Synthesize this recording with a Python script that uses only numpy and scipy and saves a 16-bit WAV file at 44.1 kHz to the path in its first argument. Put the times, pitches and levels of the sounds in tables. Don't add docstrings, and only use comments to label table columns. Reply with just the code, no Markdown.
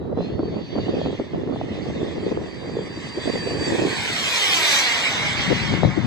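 import sys
import numpy as np
from scipy import signal
from scipy.fft import rfft, irfft, next_fast_len
from scipy.io import wavfile
from scipy.ndimage import uniform_filter1d, minimum_filter1d, map_coordinates

SR = 44100
rng = np.random.default_rng(int(sys.argv[2]) if len(sys.argv) > 2 else 0)


def persist_wave(psi):
    counts = np.round(np.clip(psi, -1, 1) * 32767).astype(np.int16)
    wavfile.write(sys.argv[1], SR, np.atleast_2d(counts).T)


N = 267246
TIME_S = np.arange(N) / SR
PASS_S, SPEED_M_PER_S, CLOSEST_M = 4.53, 55, 28.2


def amp(db):
    return 10 ** (np.asarray(db) / 20)


def unit(x):
    return x / np.sqrt(np.mean(x ** 2) + 1e-20)


def along(points, hz):
    knots_hz, values = np.transpose(points)
    return np.interp(np.log(hz + 1), np.log(knots_hz + 1), values)


def curves(rows):
    knots_s, *columns = np.transpose(rows)
    return [np.interp(TIME_S, knots_s, column) for column in columns]


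def ease(mid_s, width_s):
    return .5 + .5 * np.tanh((TIME_S - mid_s) / (2 * width_s))


def wobble(rate_hz):
    knots = rng.standard_normal(int(N * rate_hz / SR) + 4)
    return map_coordinates(knots, [TIME_S * rate_hz])


def filtered(x, response):
    size = next_fast_len(N + 8192)
    return irfft(rfft(x, size) * response(np.fft.rfftfreq(size, 1 / SR)), size)[..., :N]


def lowpass(x, corner_hz, order):
    return filtered(x, lambda hz: 1 / (1 + (hz / corner_hz) ** order))


def coloured(x, spectrum):
    return unit(filtered(x, lambda hz: amp(along(spectrum, hz))))


def port_noise(spectrum, lump_db, lump_hz, shared):
    lumps = amp(lump_db * np.array([wobble(lump_hz) for _ in range(3)]))
    noise = rng.standard_normal((3, N)) * lumps
    return coloured(noise[:2] + shared * noise[2], spectrum)


def eddy(t, pitch_hz, phase, rise_cycles):
    cycles = np.clip(t * pitch_hz, 0, 20)
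    swell = cycles / rise_cycles
    return np.sin(2 * np.pi * cycles + phase) * (swell * np.exp(1 - swell)) ** 2


def patter(rate_hz, pitch_hz):
    strikes = (rng.random((2, N)) < rate_hz / SR) * rng.standard_normal((2, N))
    pulse = eddy(np.arange(SR // 20) / SR, pitch_hz, 0, rise_cycles=0.34)
    return unit(signal.fftconvolve(strikes + 0.28 * strikes[::-1], pulse[None], axes=1)[:, :N])


def bursts():
    # start in seconds, relative level in dB, thump pitch in Hz, flap gain in dB.
    eddies = [(0.127, -7, 477, -12.5), (0.188, -5, 416, -13), (0.206, -8, 530, -9), (0.393, -5, 317, -8),
              (0.432, -12, 420, -11), (0.525, -17, 263, -7), (0.560, -9.5, 326, -16), (0.729, -21, 370, 2),
              (0.762, -10, 269, -8), (0.786, -13, 603, -8), (0.881, -14, 670, -10),
              (0.943, -10.5, 342, -17), (1.015, -6.5, 560, -10), (1.06, -17.5, 301, 8),
              (1.070, -12, 480, -7), (1.128, -10.5, 405, -11), (1.198, -11, 500, -3),
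              (1.335, -11.5, 183, -4.5), (1.346, -13, 640, -9), (1.377, -10.5, 328, -15),
              (1.475, -9.5, 365, -11), (1.496, -15, 470, -8), (1.509, -13, 276, -15), (1.56, -14, 650, -7),
              (1.613, -8.5, 635, -6.5), (1.682, -15, 335, -15), (1.705, -11.5, 236, -20),
              (2.029, -5.5, 347, -14), (2.264, -6.5, 435, -17), (2.324, -11, 464, -6),
              (2.374, -7.5, 420, -4), (2.768, -4, 428, -26), (2.789, -8, 450, -9.5), (2.974, -13, 324, -9),
              (3.174, -11.5, 374, -15), (3.271, -6.5, 284, -19), (3.289, -18, 616, -12),
              (3.472, -8, 473, -10), (3.508, -15, 647, -12), (3.623, -8, 374, -15), (3.820, -11, 531, -11),
              (3.850, -6, 368, -18), (5.511, -9, 167.4, -5), (5.525, -10, 527, -6), (5.723, -9, 282, -14),
              (5.739, -11, 325, 3), (5.833, -8, 624, 6.5), (5.849, -2.5, 106.3, -2),
              (5.975, -0.5, 324, -27)]
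    flap_hz, thump_db = 430, -9.5
    t = np.arange(SR // 10) / SR
    air = np.zeros((2, N + SR))
    for start_s, level_db, thump_hz, flap_db in eddies:
        half_turns, skew = rng.standard_normal(2)
        phase = np.pi * half_turns + .5 * skew * np.array([[1], [-1]])
        flap = amp(flap_db) * eddy(t, flap_hz, phase, rise_cycles=0.29)
        thump = amp(thump_db) * eddy(t, thump_hz, phase, rise_cycles=1.22)
        start = round(start_s * SR)
        air[:, start:start + len(t)] += amp(level_db) * (flap + thump)
    return air[:, :N]


def gusts():
    # start in seconds, hold in seconds, relative level in dB.
    puffs = [(0.094, 0.035, -28.5), (0.175, 0.045, -23.5), (0.383, 0.024, -23.5), (0.429, 0.056, -29.5),
             (0.553, 0.038, -26.5), (0.754, 0.05, -21), (0.885, 0.037, -22.5), (0.936, 0.074, -23.5),
             (1.054, 0.049, -21), (1.125, 0.031, -30), (1.191, 0.029, -23.5), (1.335, 0.056, -25.5),
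             (1.469, 0.1, -27), (1.864, 0.047, -27.5), (1.952, 0.03, -24), (1.999, 0.089, -27),
             (2.227, 0.1, -27), (2.367, 0.041, -31), (2.624, 0.073, -28.5), (2.754, 0.074, -29.5),
             (3.169, 0.024, -24.5), (3.257, 0.048, -23.5), (3.34, 0.039, -24), (3.462, 0.13, -25.5),
             (3.61, 0.026, -22.5), (3.668, 0.092, -23), (3.783, 0.099, -21.5), (5.504, 0.027, -18),
             (5.717, 0.067, -22), (5.827, 0.053, -20), (5.968, 0.023, -22)]
    trim_db, attack_s, release_s = -2.5, 0.0049, 0.01
    gain = np.zeros(N)
    for start_s, hold_s, level_db in puffs:
        corners_s = [-attack_s, 0, hold_s, hold_s + release_s]
        gain += amp(level_db + trim_db) * np.interp(TIME_S - start_s, corners_s, [0, 1, 1, 0])
    return gain


def wind():
    # time in seconds, relative level in dB.
    breeze = [(0.0, -29.5), (0.55, -30.5), (0.69, -37), (0.77, -30.5), (1.12, -29), (1.17, -37), (1.3, -39),
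              (1.36, -32), (2.42, -31), (2.52, -38.5), (2.69, -32), (3.12, -37.5), (3.28, -33),
              (3.84, -30.5), (4.0, -35.5), (4.22, -38), (4.42, -41.5), (4.52, -41), (4.87, -46),
              (5.23, -29.5), (5.27, -35), (5.51, -22.5), (5.57, -25.5), (5.81, -19), (5.86, -8.5),
              (5.92, -28.5), (6.05, -20)]
    # frequency in Hz, relative density in dB.
    buffet_spectrum = [(100, -13.5), (200, -3), (300, 1.5), (430, 0), (600, -9), (850, -19.5), (1300, -26),
                       (2500, -54), (6000, -91)]
    thud_spectrum = [(20, -50.5), (45, -25), (70, -3), (110, -1), (170, 0.5), (250, -6), (450, -24),
                     (1500, -87)]
    breeze_db, = curves(breeze)
    gust_gain = gusts()
    turned = ease(mid_s=5.25, width_s=0.18)
    buffet_gain = np.hypot(amp(breeze_db + 0.5 - 15.5 * turned), gust_gain)
    thud_gain = np.hypot(amp(breeze_db - 1), amp(-12) * gust_gain)
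    left_over_right_db = -2.06 * (1 - turned) + 11 * turned
    pan = amp(np.array([left_over_right_db, -left_over_right_db]) / 2)
    pan /= np.sqrt(np.mean(pan ** 2, axis=0))
    buffet = port_noise(buffet_spectrum, lump_db=4.5, lump_hz=130, shared=0.33)
    buffet += amp(-10.5) * patter(rate_hz=70, pitch_hz=447)
    thud = port_noise(thud_spectrum, lump_db=4.0, lump_hz=45, shared=0.67)
    return pan * (buffet_gain * buffet + thud_gain * thud + bursts())


def compressor_whistle():
    # time in seconds, pitch in Hz, relative level in dB.
    spool_up = [(0.0, 3857, -62.5), (0.12, 3920, -69), (0.188, 4000, -56), (0.251, 4170, -51),
                (0.32, 4380, -58), (0.42, 4485, -55), (0.68, 4555, -51.5), (0.74, 4575, -47.5),
                (0.95, 4620, -51.5), (1.08, 4610, -56)]
    # time in seconds, pitch in Hz.
    pass_pitch = [(2.46, 4682), (3.0, 4697), (3.25, 4688), (3.5, 4664), (3.72, 4622), (3.98, 4505),
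                  (4.15, 4390), (4.7, 3900), (4.95, 3840), (5.25, 3735), (5.781, 3740), (6.05, 3564)]
    # time in seconds, relative level in dB.
    pass_level = [(2.1, -60), (2.32, -53), (2.41, -64), (2.47, -53), (2.75, -48), (2.98, -47), (3.02, -58),
                  (3.1, -44.5), (3.42, -37.5), (3.66, -37.5), (3.75, -53), (3.98, -44), (4.3, -52),
                  (4.8, -44), (5.15, -43), (5.6, -50), (6.05, -54)]
    trim_db, fade_db_per_s = 0.5, 40
    pitch_hz, = curves([(s, hz) for s, hz, db in spool_up] + pass_pitch)
    level_db, = curves([(s, db) for s, hz, db in spool_up] + pass_level)
    into_gap_s = np.maximum(np.minimum(TIME_S - spool_up[-1][0], pass_level[0][0] - TIME_S), 0)
    level_db += trim_db - fade_db_per_s * into_gap_s
    jitter = .002 + .003 * ease(mid_s=3.65, width_s=.05)
    phase = 2 * np.pi * np.cumsum(pitch_hz * (1 + jitter * wobble(160))) / SR
    flutter_db = 1.4 * wobble(28) + 2.0 * wobble(120)
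    tone = np.sqrt(2) * np.sin(phase) * amp(level_db + flutter_db)
    return tone * amp([[-.5], [.5]])


def at_ports(pair):
    # frequency in Hz, coherence from 0 to 1.
    coherence = [(100, .75), (800, .75), (1200, .15), (1500, .2), (1900, .72), (2300, .35), (2750, .85),
                 (3000, .85), (3600, .4), (4700, .85), (5400, .7), (6000, .35), (7500, .75), (10500, .3),
                 (12200, .65)]
    # frequency in Hz, left over right in dB.
    balance = [(300, -3), (700, 0), (2400, -3), (4400, -1), (8000, 0)]
    # frequency in Hz, left phase lead in radians.
    phase_lead = [(1000, 0), (1800, .15), (2200, 1.1), (2600, 2.6), (2850, 3.14), (3150, 3.6), (4000, 5.0),
                  (4650, 6.2), (5100, 6.7), (5450, 9.4), (6000, 12.2), (9500, 12.9), (10200, 15.7),
                  (11800, 18.8)]

    def mid_side_gains(hz):
        angle = np.arccos(np.clip(along(coherence, hz), 0, 1)) / 2
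        return np.array([np.cos(angle), np.sin(angle)])

    def left_right_gains(hz):
        left = amp(along(balance, hz) / 2) * np.exp(.5j * along(phase_lead, hz))
        return np.array([left, 1 / left])

    mid, side = filtered(pair, mid_side_gains)
    return filtered(np.array([mid + side, mid - side]), left_right_gains)


def airborne(spectrum):
    return coloured(at_ports(rng.standard_normal((2, N))), spectrum)


def turbulence(x, depth_db, width_hz, life_s):
    frame, hop = 512, 256
    spectra = signal.stft(x, nperseg=frame)[2]
    patches = rng.standard_normal(spectra.shape[1:])
    for _ in range(2):
        patches = uniform_filter1d(patches, max(1, round(width_hz * frame / SR)), axis=0)
        patches = uniform_filter1d(patches, max(1, round(life_s * SR / hop)), axis=1)
    gain = unit(amp(depth_db * unit(patches)))
    return signal.istft(spectra * gain, nperseg=frame)[1][:, :N]


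def ground_echo(x):
    # time in seconds, lag in milliseconds, strength from 0 to 1.
    reflection = [(2.8, 1.2, .5), (3.3, 1.22, .75), (3.8, 1.27, .75), (4.05, 1.35, .8), (4.2, 1.78, .6),
                  (4.35, 2.24, .62), (4.5, 2.83, .65), (4.65, 3.39, .88), (4.8, 3.92, .5), (5.0, 4.7, .3),
                  (5.3, 5.25, .3), (5.8, 5.75, .35)]
    turn_rad, dull_hz = 1.4, 2450
    lag_ms, strength = curves(reflection)
    lag_ms = uniform_filter1d(lag_ms, size=4000) + .025 * wobble(18)
    strength = np.clip(strength + .08 * wobble(16), 0, 1)
    reflected = filtered(x, lambda hz: np.exp(1j * turn_rad) / (1 + (hz / dull_hz) ** 4))
    read_at = np.arange(N) - lag_ms * SR / 1000
    return strength * np.array([map_coordinates(port, [read_at]) for port in reflected])


def flight():
    past_m = SPEED_M_PER_S * (TIME_S - PASS_S)
    distance_m = np.hypot(past_m, CLOSEST_M)
    return distance_m, past_m / distance_m


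def tailpipe(aspect):
    centre_hz, half_width_hz, wander_hz, doppler = 2320, 150, 45, .078
    pitch_hz = centre_hz * (1 - doppler * aspect) + wander_hz * wobble(10)
    phase = 2 * np.pi * np.cumsum(pitch_hz) / SR
    in_phase, quadrature = lowpass(rng.standard_normal((2, 2, N)), half_width_hz, order=2)
    return unit(at_ports(in_phase * np.cos(phase) + quadrature * np.sin(phase)))


def exhaust():
    # time in seconds, reference level of the layers in dB.
    jet_level = [(0.0, -55.5), (0.13, -57), (0.22, -42), (0.39, -47.5), (1.03, -37.5), (1.1, -41),
                 (1.43, -47.5), (1.84, -40.5), (2.57, -45), (2.93, -43.5), (3.07, -40), (3.15, -41),
                 (3.3, -35.5), (3.45, -38), (3.6, -36.5), (3.68, -30.5), (3.84, -34), (3.9, -28.5),
                 (4.0, -29.5), (4.27, -23), (4.56, -21), (4.68, -18), (4.78, -19.5), (4.86, -23),
                 (5.02, -25), (5.16, -24.5), (5.3, -27.5), (5.67, -30), (5.9, -38.5), (6.05, -39.5)]
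    # frequency in Hz, relative density in dB.
    roar_spectrum = [(40, -24.5), (120, -14.5), (300, -3), (550, -0.5), (920, 3), (1150, 1.5), (1400, -2),
                     (2000, 0), (4000, -68)]
    mixing_spectrum = [(600, -46), (1130, -6.5), (1400, -3), (1780, 1), (2150, 6), (2500, -3),
                       (3000, -10.5), (3600, -13.5), (6000, -63)]
    hiss_spectrum = [(1500, -48), (2200, -2), (2800, 6.5), (3300, 6.5), (4500, 1), (5200, -4.5), (5800, -5),
                     (6800, -12), (7800, -20.5), (8200, -44), (9500, -57.5), (15000, -102)]
    upper_hiss_spectrum = [(5700, -16.5), (6600, 6.5), (7900, 11.5), (8400, 2), (9400, 0), (10200, -16.5),
                           (11500, -54)]
    sizzle_spectrum = [(9000, -17.5), (10300, -1.5), (12000, -7), (13500, -11), (15000, -16)]
    # gain abeam in dB, then dB added per 100 m further off, nose on and tail on.
    mixing_law = (-7, -6, 10, 10.5)
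    hiss_law = (0.12, 0.33, -4, -1.5)
    upper_hiss_law = (-18, -13.5, 10.5, 0.5)
    sizzle_law = (-22.5, -14.5, -9.5, -11)
    pipe_law = (-11, -14, 6.5, 15.5)
    distance_m, aspect = flight()
    further_100m = (distance_m - CLOSEST_M) / 100
    level_db, = curves(jet_level)
    roar_db = -30.4 + 5 * aspect - 22 * np.log10(distance_m / CLOSEST_M)
    jet = amp(roar_db) * airborne(roar_spectrum)
    layers = [(mixing_law, airborne(mixing_spectrum)), (hiss_law, airborne(hiss_spectrum)),
              (upper_hiss_law, airborne(upper_hiss_spectrum)), (sizzle_law, airborne(sizzle_spectrum)),
              (pipe_law, tailpipe(aspect))]
    for (abeam_db, db_per_100m, nose_db, tail_db), noise in layers:
        beam_db = abeam_db + np.where(aspect < 0, nose_db, tail_db) * np.abs(aspect) ** 2.28
        jet += amp(level_db + beam_db + db_per_100m * further_100m) * noise
    side_beam_db = 3.6 * np.exp(-((aspect - 0.41) / 0.11) ** 2)
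    near_boost_db, air_loss_db = 3, 3 * further_100m
    body = lowpass(jet, corner_hz=4600, order=10)
    jet = body + (jet - body) * amp(near_boost_db + side_beam_db - air_loss_db)
    bass = lowpass(jet, corner_hz=1700, order=6)
    flutter_db = .8 * wobble(16)
    return bass + amp(flutter_db) * turbulence(jet - bass, depth_db=3.2, width_hz=150, life_s=.035)


def scene():
    direct = exhaust()
    jet = direct + ground_echo(direct) + compressor_whistle()
    return jet + wind() + amp(-76.5) * rng.standard_normal((2, N))


def record(dry):
    ceiling, low_cut_hz, top_hz = .97, 27, 15250
    needed_gain = np.minimum(1, ceiling / (np.abs(dry).max(axis=0) + 1e-9))
    gain = uniform_filter1d(minimum_filter1d(needed_gain, size=900), size=600)
    return filtered(dry * gain, lambda hz: (hz < top_hz) * hz ** 2 / (hz ** 2 + low_cut_hz ** 2))


dry = scene()
out = record(dry)
persist_wave(out)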